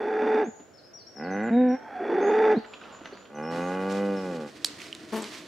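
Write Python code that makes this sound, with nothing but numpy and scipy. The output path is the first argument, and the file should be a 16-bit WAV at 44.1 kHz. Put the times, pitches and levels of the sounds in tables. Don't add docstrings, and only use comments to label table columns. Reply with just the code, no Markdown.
import sys
import numpy as np
from scipy import signal
from scipy.fft import rfft, irfft
from scipy.io import wavfile
from scipy.ndimage import uniform_filter1d, map_coordinates

SR = 44100
rng = np.random.default_rng(int(sys.argv[2]) if len(sys.argv) > 2 else 0)


def put_to_file(sound):
    columns = np.atleast_2d(sound).T
    safe = np.clip(columns, -1, 1)
    whole_steps = np.round(safe * 32767)
    wavfile.write(sys.argv[1], SR, whole_steps.astype(np.int16))


N = 241607
TIME = np.arange(N) / SR
BINS = np.fft.rfftfreq(4096, 1 / SR)


def amp(db):
    return 10 ** (np.asarray(db) / 20)


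def unit(x):
    return x / np.sqrt(np.mean(x ** 2) + 1e-20)


def read(points, hz):
    f, value = np.transpose(points)
    return np.interp(np.log(hz + 1), np.log(f + 1), value)


def controls(rows):
    s, *columns = np.transpose(rows)
    t = np.arange(s[0], s[-1], 1 / SR)
    return [t] + [np.interp(t, s, c) for c in columns]


def placed(s, sound):
    return np.concatenate([np.zeros(max(round(s * SR), 0)), sound, np.zeros(N)])[:N]


def faded(x, size=400):
    return x * signal.windows.tukey(len(x), min(1, size / len(x)))


def wander(size, hz):
    f = np.fft.rfftfreq(N, 1 / SR)
    return unit(irfft(rfft(rng.standard_normal(N)) / (1 + (f / hz) ** 4), N))[:size]


def colour(x, db, lag=1):
    log_gain = np.log(amp(np.maximum(db - db.max(), -100)))
    z = signal.hilbert(np.r_[log_gain, log_gain[-2:0:-1]])
    taps = np.fft.ifft(np.exp(z.real - 1j * lag * z.imag)).real
    return signal.oaconvolve(x, taps[:len(BINS)])[:len(x)]


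def band(x, lo_hz, hi_hz):
    return signal.sosfiltfilt(signal.butter(4, [lo_hz, hi_hz], "band", fs=SR, output="sos"), x)


def loudness(x, size=1300):
    power = uniform_filter1d(uniform_filter1d(x ** 2, size), size)
    return np.sqrt(abs(power) + 1e-14)


def swells(events, attack_s, fall_db_per_s):
    gains = []
    for s, length, db in events:
        rise = np.clip((TIME - s) / attack_s, 0, 1)
        gains.append(rise * amp(db - fall_db_per_s * np.maximum(TIME - s - length, 0)))
    return np.linalg.norm(gains, axis=0)


def ears(left_db):
    return amp([[left_db / 2], [-left_db / 2]])


# frequency in Hz, time to fall by 60 dB in seconds.
SCATTER_DECAY = [(100, 0.24), (500, 0.74), (2000, .4), (7000, 0.5), (16000, 0.053)]


def outdoors(x, left_db, wet_db, delay_s=0.011):
    taps = rng.standard_normal((2, SR // 2)) * (rng.random((2, SR // 2)) < .05)
    hz, t, z = signal.stft(taps, SR, nperseg=256)
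    scatter_db = read([(100, -13.5), (300, -17.0), (900, 2.0), (3000, 7), (16000, 2.0)], hz)[:, None]
    decay_db = -60 * t / read(SCATTER_DECAY, hz)[:, None]
    tail = signal.istft(z * amp(scatter_db + decay_db), SR)[1]
    tail = np.pad(tail / np.linalg.norm(tail[0]), ((0, 0), (int(delay_s * SR), 0)))
    scatter = signal.fftconvolve(x[None], tail, axes=1)[:, :N]
    return ears(left_db) * x + amp(wet_db) * scatter


def rustle(gain, spectrum, grains_per_s, grain_db, same, left_db):
    sizes = amp(4.3 * np.minimum(rng.exponential(1, (3, N)), 3.5)) * rng.standard_normal((3, N))
    grains = unit(sizes * (rng.random(sizes.shape) < grains_per_s / SR))
    drive = rng.standard_normal(sizes.shape) + amp(grain_db) * grains
    shared, *own = (faded(gain * unit(colour(d, read(spectrum, BINS)))) for d in drive)
    return ears(left_db) * (np.sqrt(same) * shared + np.sqrt(1 - same) * np.array(own))


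def ticks(rows, rise_s, top_hz):
    out, t = np.zeros(N), TIME[:SR // 8]
    for s, db, hz, t60, sharpness in rows:
        burst = rng.standard_normal(len(t)) * amp(-60 * t / t60) * (1 - np.exp(-t / rise_s))
        detune = (BINS + 1) / hz - hz / (BINS + 1)
        ring_loss = 1 + (sharpness * detune) ** 2
        treble_loss = 1 + (BINS / top_hz) ** 8
        tick = colour(burst, -10 * np.log10(ring_loss * treble_loss))
        out += placed(s, amp(db) * tick / abs(tick).max())
    return out


def whistle(t, hz, db, jitter):
    turns = np.cumsum(hz * (1 + jitter * wander(len(t), 180))) / SR
    return placed(t[0], faded(np.sqrt(2) * amp(db) * np.sin(2 * np.pi * turns)))


# frequency in Hz, relative level in dB.
AIR_COLOUR = [(25, -32.5), (50, -18.5), (97, -2), (170, -6.5), (285, -1), (650, 0), (900, -14.5),
              (1500, -9.5), (2000, -17.5), (3600, -23.5), (6000, -25.5), (9000, -35), (16000, -39)]


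def open_air():
    return rustle(amp(-55), AIR_COLOUR, 300, grain_db=-21.5, same=0.57, left_db=-0.5)


# start in seconds, length in seconds, start pitch in Hz, end pitch in Hz, peak level in dB.
BIRD_NOTES = [(0.441, .053, 6250, 7080, -56.5), (.469, 0.077, 7070, 6740, -57.5),
              (0.549, 0.093, 6780, 7000, -57.5), (0.734, 0.056, 5440, 5270, -60),
              (.778, 0.028, 4830, 3840, -59), (0.832, 0.047, 4870, 5550, -57.5),
              (0.933, 0.04, 5630, 5650, -47.5), (0.969, 0.065, 5350, 4040, -55),
              (1.065, 0.025, 5460, 5650, -48.5), (1.158, 0.036, 5750, 5040, -48.5),
              (1.231, 0.041, 4970, 3920, -57), (1.305, .06, 6200, 5970, -55),
              (1.428, .057, 7450, 6900, -60.5), (1.525, .1, 3780, 3730, -56),
              (1.684, 0.076, 5640, 5500, -56), (2.21, 0.089, 6310, 6810, -55),
              (2.553, 0.046, 3720, 4730, -53), (2.659, 0.16, 7300, 6760, -63),
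              (2.919, 0.062, 7200, 6750, -57.5), (3.044, .049, 6150, 6030, -60.5),
              (3.127, 0.021, 3980, 5050, -55), (3.166, 0.086, 7020, 6800, -64),
              (3.347, 0.033, 6370, 5780, -56.5), (3.427, 0.1, 5300, 5560, -55),
              (3.609, 0.091, 6330, 6720, -60), (4.165, .04, 5470, 5080, -53.5)]


def bird():
    song = np.zeros(N)
    for s, length, start_hz, end_hz, db in BIRD_NOTES:
        t, hz = controls([(s, start_hz), (s + length, end_hz)])
        shape_db = np.interp((t - s) / length, [0, 0.37, 1], [-3.5, 0, -5])
        song += whistle(t, hz, db + shape_db, jitter=.012)
    return outdoors(song, left_db=7.0, wet_db=-4.0)


# start in seconds, length in seconds, level in dB.
TRICKLE_EVENT = (2.58, 0.63, -52.5)
# start in seconds, length in seconds, level in dB.
SPLASH_EVENTS = [(2.73, 0.0064, -49), (2.808, 0.13, -48.5), (2.5, 0.068, -49.5), (3.08, 0.073, -59),
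                 (3.042, .02, -45)]
# frequency in Hz, relative level in dB.
WATER_COLOUR = [(120, -16), (200, 2), (843, -3), (1360, -0.5), (2280, -14.5), (2700, -8), (5460, -21.5),
                (7060, -25), (7690, -36), (12000, -44), (15600, -85), (22000, -120)]
# start in seconds, peak level in dB, ring in Hz.
DRIP_EVENTS = [(.597, -38, 298), (2.644, -38.5, 1630), (2.735, -33, 3100), (2.812, -36.5, 1345),
               (2.835, -41.5, 2710), (2.852, -41, 1290), (2.915, -43, 970), (2.943, -38.5, 1050),
               (3.007, -36.5, 308), (3.055, -33, 1820), (3.123, -33.5, 406), (3.169, -43, 1700),
               (3.252, -45, 3000)]


def water():
    attack_s = 0.0061
    trickle = swells([TRICKLE_EVENT], attack_s, fall_db_per_s=61)
    splashes = swells(SPLASH_EVENTS, attack_s, fall_db_per_s=172)
    wash = rustle(np.hypot(trickle, splashes), WATER_COLOUR, 800, grain_db=-2.5, same=0.9, left_db=-2.5)
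    t60_at_1khz_s, shortening, sharpness = 0.055, 0.44, 4
    drips = [(s, db, hz, t60_at_1khz_s * (1000 / hz) ** shortening, sharpness) for s, db, hz in DRIP_EVENTS]
    return wash + outdoors(ticks(drips, rise_s=0.0021, top_hz=4100), left_db=-1.5, wet_db=-9.5)


# start in seconds, length in seconds, swish of grass and cloth in dB, soft tread in dB.
WALK_EVENT = (3.5, 2.3, -53, -49.5)
# start in seconds, length in seconds, swish in dB, tread in dB.
STRIDE_EVENTS = [(3.51, 0.077, -51, -40.5), (3.89, 0.085, -47, -50), (4.25, 0.1, -53, -48),
                 (4.66, 0.053, -49.5, -68), (4.78, .07, -49.5, -72), (5.118, .27, -44, -68)]
# frequency in Hz, relative level in dB.
GRASS_COLOUR = [(350, -58), (600, 0.5), (688, -3), (812, -12), (894, -3), (1140, 0.5), (1310, -3),
                (1980, 0.5), (4500, -2), (7620, -10), (11500, -20.5), (16000, -33)]
# frequency in Hz, relative level in dB.
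FOOT_COLOUR = [(35, -41), (60, -17), (228, -3.5), (260, -4.5), (301, 4.5), (496, -10.5), (566, -32),
               (628, -8), (854, -23.5), (2000, -17), (2600, -106), (4400, -120)]


def walking():
    moves = [WALK_EVENT, *STRIDE_EVENTS]
    attack_s, fall_db_per_s = 0.0082, 182
    swish = swells([(s, length, db) for s, length, db, _ in moves], attack_s, fall_db_per_s)
    weight = swells([(s, length, db) for s, length, _, db in moves], attack_s, fall_db_per_s)
    patches = amp(1.5 * wander(N, 19))
    grass = rustle(swish * patches, GRASS_COLOUR, 1500, grain_db=-5.5, same=0.74, left_db=-3.5)
    return grass + rustle(weight, FOOT_COLOUR, 300, grain_db=-10, same=.98, left_db=-.3)


# start in seconds, peak level in dB, ring in Hz, 60 dB decay in seconds, sharpness of the ring.
TACKLE_CLICKS = [(3.922, -36, 6900, 0.023, 8.3), (4.6454, -11.5, 4600, 0.013, 1.04),
                 (4.647, -11, 4540, 0.0079, 4.2), (4.656, -28.5, 8050, 0.075, 4),
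                 (4.657, -28, 4650, 0.083, 6), (4.801, -34.5, 2360, 0.068, 4),
                 (4.817, -30, 2700, 0.016, 3.6), (4.9275, -23, 3020, 0.013, 17),
                 (4.95, -29.5, 3670, 0.0028, 5.6), (5.221, -34, 7700, .033, 10),
                 (5.242, -26, 3600, 0.0064, 5)]


def tackle():
    clicks = ticks(TACKLE_CLICKS, rise_s=.0002, top_hz=10300)
    return outdoors(clicks, left_db=-3.5, wet_db=-18.5, delay_s=.001)


# start in seconds, length in seconds, body level in dB, snap level in dB.
CREAK_EVENTS = [(5.12, 0.024, -28, -46.5), (5.151, 0.023, -34, -40.5)]
# frequency in Hz, relative level in dB.
BODY_COLOUR = [(59, -50), (100, -21), (235, 9.5), (465, 4), (799, -5.5), (895, -0.5), (1120, -4),
               (1300, -11), (2290, -19), (3000, -24), (3900, -44), (6600, -120)]
# frequency in Hz, relative level in dB.
RUBBER_SNAP_COLOUR = [(1060, -25), (1800, 7), (2060, -10), (2920, -6), (4450, -10), (11200, -12),
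                      (16000, -23)]


def boot():
    start = CREAK_EVENTS[0][0]
    t = np.arange(0, .19, 1 / SR)
    slip_hz = 223.4 - 90 * t
    turns = np.cumsum(slip_hz * (1 + 0.034 * wander(len(t), 140))) / SR
    slips = np.diff(np.floor(turns), prepend=-1) * amp(2 * wander(len(t), 300))
    scrape = rng.standard_normal(len(t)) * np.exp(-(turns % 1) / 0.32)
    body = colour(unit(slips - slips.mean()) + .5 * unit(scrape), read(BODY_COLOUR, BINS))
    snap = colour(scrape, read(RUBBER_SNAP_COLOUR, BINS))
    body_gain = swells([(s, length, db) for s, length, db, _ in CREAK_EVENTS], attack_s=0.015, fall_db_per_s=156)
    snap_gain = swells([(s, length, db) for s, length, _, db in CREAK_EVENTS], attack_s=0.015, fall_db_per_s=480)
    creak = body_gain * placed(start, faded(unit(body))) + snap_gain * placed(start, faded(unit(snap)))
    return outdoors(creak, left_db=3.5, wet_db=-18.0)


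def throat(x, modes, skirt=1.35, low_hz=140):
    power = sum(amp(db) ** 2 / (1 + ((BINS - hz) / (0.76 * width)) ** 2) ** skirt for hz, width, db in modes)
    bass_loss = 1 + (low_hz / (BINS + 1)) ** 8
    return colour(x, 10 * np.log10(power / bass_loss), lag=1.5)


# centre in Hz, width in Hz, gain in dB.
NOSE_NOTCHES = [(1230, 48, -9.5), (2254, 49, -4.5)]


def notched(x):
    return colour(x, sum(db * np.exp(-((BINS - hz) / width) ** 2) for hz, width, db in NOSE_NOTCHES))


def moo(rows, mouth, modes, jitter, breath_db, hiss_db):
    t, hz, db = controls(rows)
    widest_s, open_middle_db, open_treble_db, start_db, end_db = mouth
    closed = np.interp(t, [t[0], widest_s, t[-1]], [1, 0, 1])
    closing_db = np.where(t < widest_s, start_db, end_db) * closed ** 2
    middle_db = np.minimum(open_middle_db - closing_db - db, -7.5)
    treble_db = np.minimum(open_treble_db - closing_db - db, -7.5)

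    turns = np.cumsum(hz * (1 + jitter * wander(len(t), 75))) / SR
    folds = unit(sum(np.cos(2 * np.pi * k * turns) for k in range(1, int(8000 / hz.max()))))
    puffs = unit((.25 + np.exp(-(turns % 1) / .2)) * rng.standard_normal(len(t)))
    buzz = colour(folds, read([(2200, 3.0), (3500, -14.5), (8000, -25.5)], BINS))
    air = amp(hiss_db) * colour(puffs, read([(800, breath_db - hiss_db), (2000, -2.0), (3200, 1.0)], BINS))
    voice = faded(notched(throat(buzz + air, modes, low_hz=164)))

    low, middle, high = band(voice, 70, 650), band(voice, 650, 1050), band(voice, 1050, 12000)
    voice = low / loudness(low)
    voice += amp(middle_db) * middle / loudness(middle, size=6000)
    voice += amp(treble_db) * high / loudness(high)
    return placed(t[0], faded(amp(db) * voice, size=1100))


# multiple of the pitch, relative level in dB.
TONE_PARTIALS = [(.5, -20), (1, 2), (2, -8), (3, -22.5), (4, -25)]
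# resonance in Hz, width in Hz, relative level in dB, before the mouth shifts them.
BELLOW_MODES = [(244, 14, 0.5), (312, 65, -1), (448.5, 56, -3.5), (572, 91, -3), (773, 85, 2),
                (895, 46, -7), (1050, 230, -11.5), (1476, 300, -8.5), (1678, 100, -7), (1957, 116, -10),
                (2330, 470, -17.5), (3545, 170, -23), (4640, 400, -35), (5770, 950, -41.5)]


def bellow(row, jitter, shimmer):
    start, settle, climax, collapse_s, top_hz, tone_db, rasp_db, treble_db, landing_db = row
    t = np.arange(start, climax + 2 * collapse_s, 1 / SR)
    before, after = np.maximum(climax - t, 0), np.maximum(t - climax, 0)
    collapse = np.sin(np.pi / 2 * np.minimum(after / collapse_s, 1)) ** 2
    calm, settling_s = .16, .05
    chaos = calm + (1 - calm) / (1 + np.exp((t - settle) / settling_s)) + 0.57 * collapse
    hz = top_hz * (1 - .1 * chaos) * (1 - 0.45 * collapse)
    mouth = 1 - .17 * before ** 2 - .06 * collapse

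    line_db = tone_db - 55.7 * before ** 2 + (landing_db - tone_db) * collapse
    line_db += -6.5 * np.sin(np.pi * collapse)
    line_db -= 1097 * np.maximum(after - collapse_s, 0)
    low_db = rasp_db - 44.8 * before ** 2 - 334 * after
    high_db = treble_db - 38.8 * before ** 2 - 334 * after

    turns = np.cumsum(hz * (1 + jitter * chaos * wander(len(t), 80))) / SR
    tone = np.sqrt(2) * sum(amp(db) * np.cos(np.pi * round(2 * k) * turns) for k, db in TONE_PARTIALS)
    flutter = wander(len(t), 95) * np.cos(2 * np.pi * turns) + wander(len(t), 95) * np.sin(2 * np.pi * turns)
    tone += amp(-4) * chaos * flutter
    onset = np.clip((.54 - before) / 0.024, 0, 1)
    tone *= onset * amp(line_db) * (1 + shimmer * chaos * wander(len(t), 90))

    flaps = (0.45 + np.exp(-(turns % 1) / 0.41)) * amp(2 * wander(len(t), 230)) * rng.standard_normal(len(t))
    growl_hz = 68.5 * (1 + .25 * wander(len(t), 30))
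    flaps *= 1 + 0.22 * np.cos(2 * np.pi * np.cumsum(growl_hz) / SR)
    stretch = np.cumsum(mouth)
    rasp = throat(np.resize(flaps, int(stretch[-1]) + 2), BELLOW_MODES, skirt=1.875, low_hz=181)
    rasp = faded(map_coordinates(rasp, [stretch], order=3, mode="nearest"))
    low = band(rasp, 90, 1100) / loudness(band(rasp, 560, 1100))
    high = band(rasp, 1100, 14000)
    voice = faded(tone + amp(low_db) * low + amp(high_db) * high / loudness(high))
    return placed(t[0], band(voice, 150, 14000))


# time in seconds, pitch in Hz, level of the low band in dB.
RISING_CURVE = [(1.14, 66.1, -58.5), (1.155, 67.45, -57), (1.164, 68.3, -49.5), (1.214, 75.35, -36),
                (1.259, 88.8, -34), (1.282, 91.6, -33), (1.388, 102.5, -29), (1.488, 120.3, -28),
                (1.51, 117.5, -31)]
LONG_CURVE = [(3.29, 71.73, -55.5), (3.388, 74.3, -35.5), (3.482, 81.8, -34), (3.592, 86.5, -31),
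              (3.762, 93.7, -31), (4.026, 100.3, -26), (4.136, 98.1, -27), (4.214, 94.96, -33),
              (4.302, 89.04, -32), (4.434, 74.5, -35), (4.458, 72.9, -37.5), (4.51, 66.2, -58)]
HIGH_CURVE = [(1.5, 218.3, -26), (1.53, 230.8, -20), (1.578, 248.8, -17), (1.632, 252.6, -18),
              (1.714, 248.6, -21), (1.748, 262.8, -25), (1.768, 266, -44.5), (1.79, 272, -52.5)]
# centre in Hz, width in Hz, relative level in dB.
RISING_MODES = [(224, 63, -2), (312, 68, -16), (489.4, 110, -7.5), (773, 55, -7.5), (1170, 130, -12.5),
                (1474, 48, -6), (1637, 96, -10), (1990, 71, -11), (2490, 310, -22), (3760, 110, -33.5),
                (4260, 150, -37)]
LONG_MODES = [(214, 76, 6.5), (276, 120, -16), (370, 39, -3), (508.6, 68, 6), (818, 52, -0.5),
              (1160, 66, -4), (1456, 51, -9), (1647, 40, -14), (1998, 71, -16.5), (2457, 78, -16.5),
              (2890, 91, -18.5)]
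HIGH_MODES = [(257, 64, -14), (509, 45, -20.5), (726, 76, -27.5), (1015, 120, -51.5), (1530, 170, -15.5),
              (1743, 85, -17), (2194, 280, -24), (3700, 900, -60.5)]
# widest in seconds, middle band then in dB, treble then in dB, loss at the start in dB, loss at the end in dB.
RISING_OPENING = (1.08, -38.5, -36, 9, 1.5)
LONG_OPENING = (3.5, -38.4, -37, 18, 14)
HIGH_OPENING = (9, -31.5, -40.5, 4, 18.5)
BELLOW_CALLS = [(0.0, .06, .42, .068, 436.4, -24.5, -31.5, -36, -35),
                (1.75, 2.251, 2.525, .058, 441, -21, -30, -33.5, -24)]
# time in seconds, pitch in Hz, level in dB.
WHEEZE_CURVE = [(1.76, 848, -45.5), (1.8, 888, -53.5), (1.88, 882, -42.5), (1.9, 775, -48.5),
                (1.944, 814, -42), (1.962, 732, -37), (2.045, 719, -35)]
# frequency in Hz, left minus right in dB, on top of left_db.
VOICE_BALANCE = [(100, -.4), (250, -.7), (500, -1.4), (1000, -2.8), (2000, -2), (8000, -1)]


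def cows():
    calls = moo(RISING_CURVE, RISING_OPENING, RISING_MODES, jitter=.003, breath_db=-8.5, hiss_db=2.5)
    calls += moo(LONG_CURVE, LONG_OPENING, LONG_MODES, jitter=0.0016, breath_db=-12.5, hiss_db=-2.5)
    calls += moo(HIGH_CURVE, HIGH_OPENING, HIGH_MODES, jitter=0.0054, breath_db=-11.5, hiss_db=12)
    calls += sum(bellow(row, jitter=.1, shimmer=0.36) for row in BELLOW_CALLS)
    calls += whistle(*controls(WHEEZE_CURVE), jitter=0.025)
    left, right = outdoors(calls, left_db=0.5, wet_db=-15.0)
    shade_db = read(VOICE_BALANCE, BINS)
    return np.array([amp(shade_db.max()) * colour(left, shade_db), right])


def scene():
    return open_air() + bird() + water() + walking() + tackle() + boot() + cows()


def record(dry):
    low_pass = signal.firwin(511, 15750, window=("kaiser", 9), fs=SR)
    return signal.oaconvolve(dry, low_pass[None], "same")


dry = scene()
out = record(dry)
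put_to_file(out)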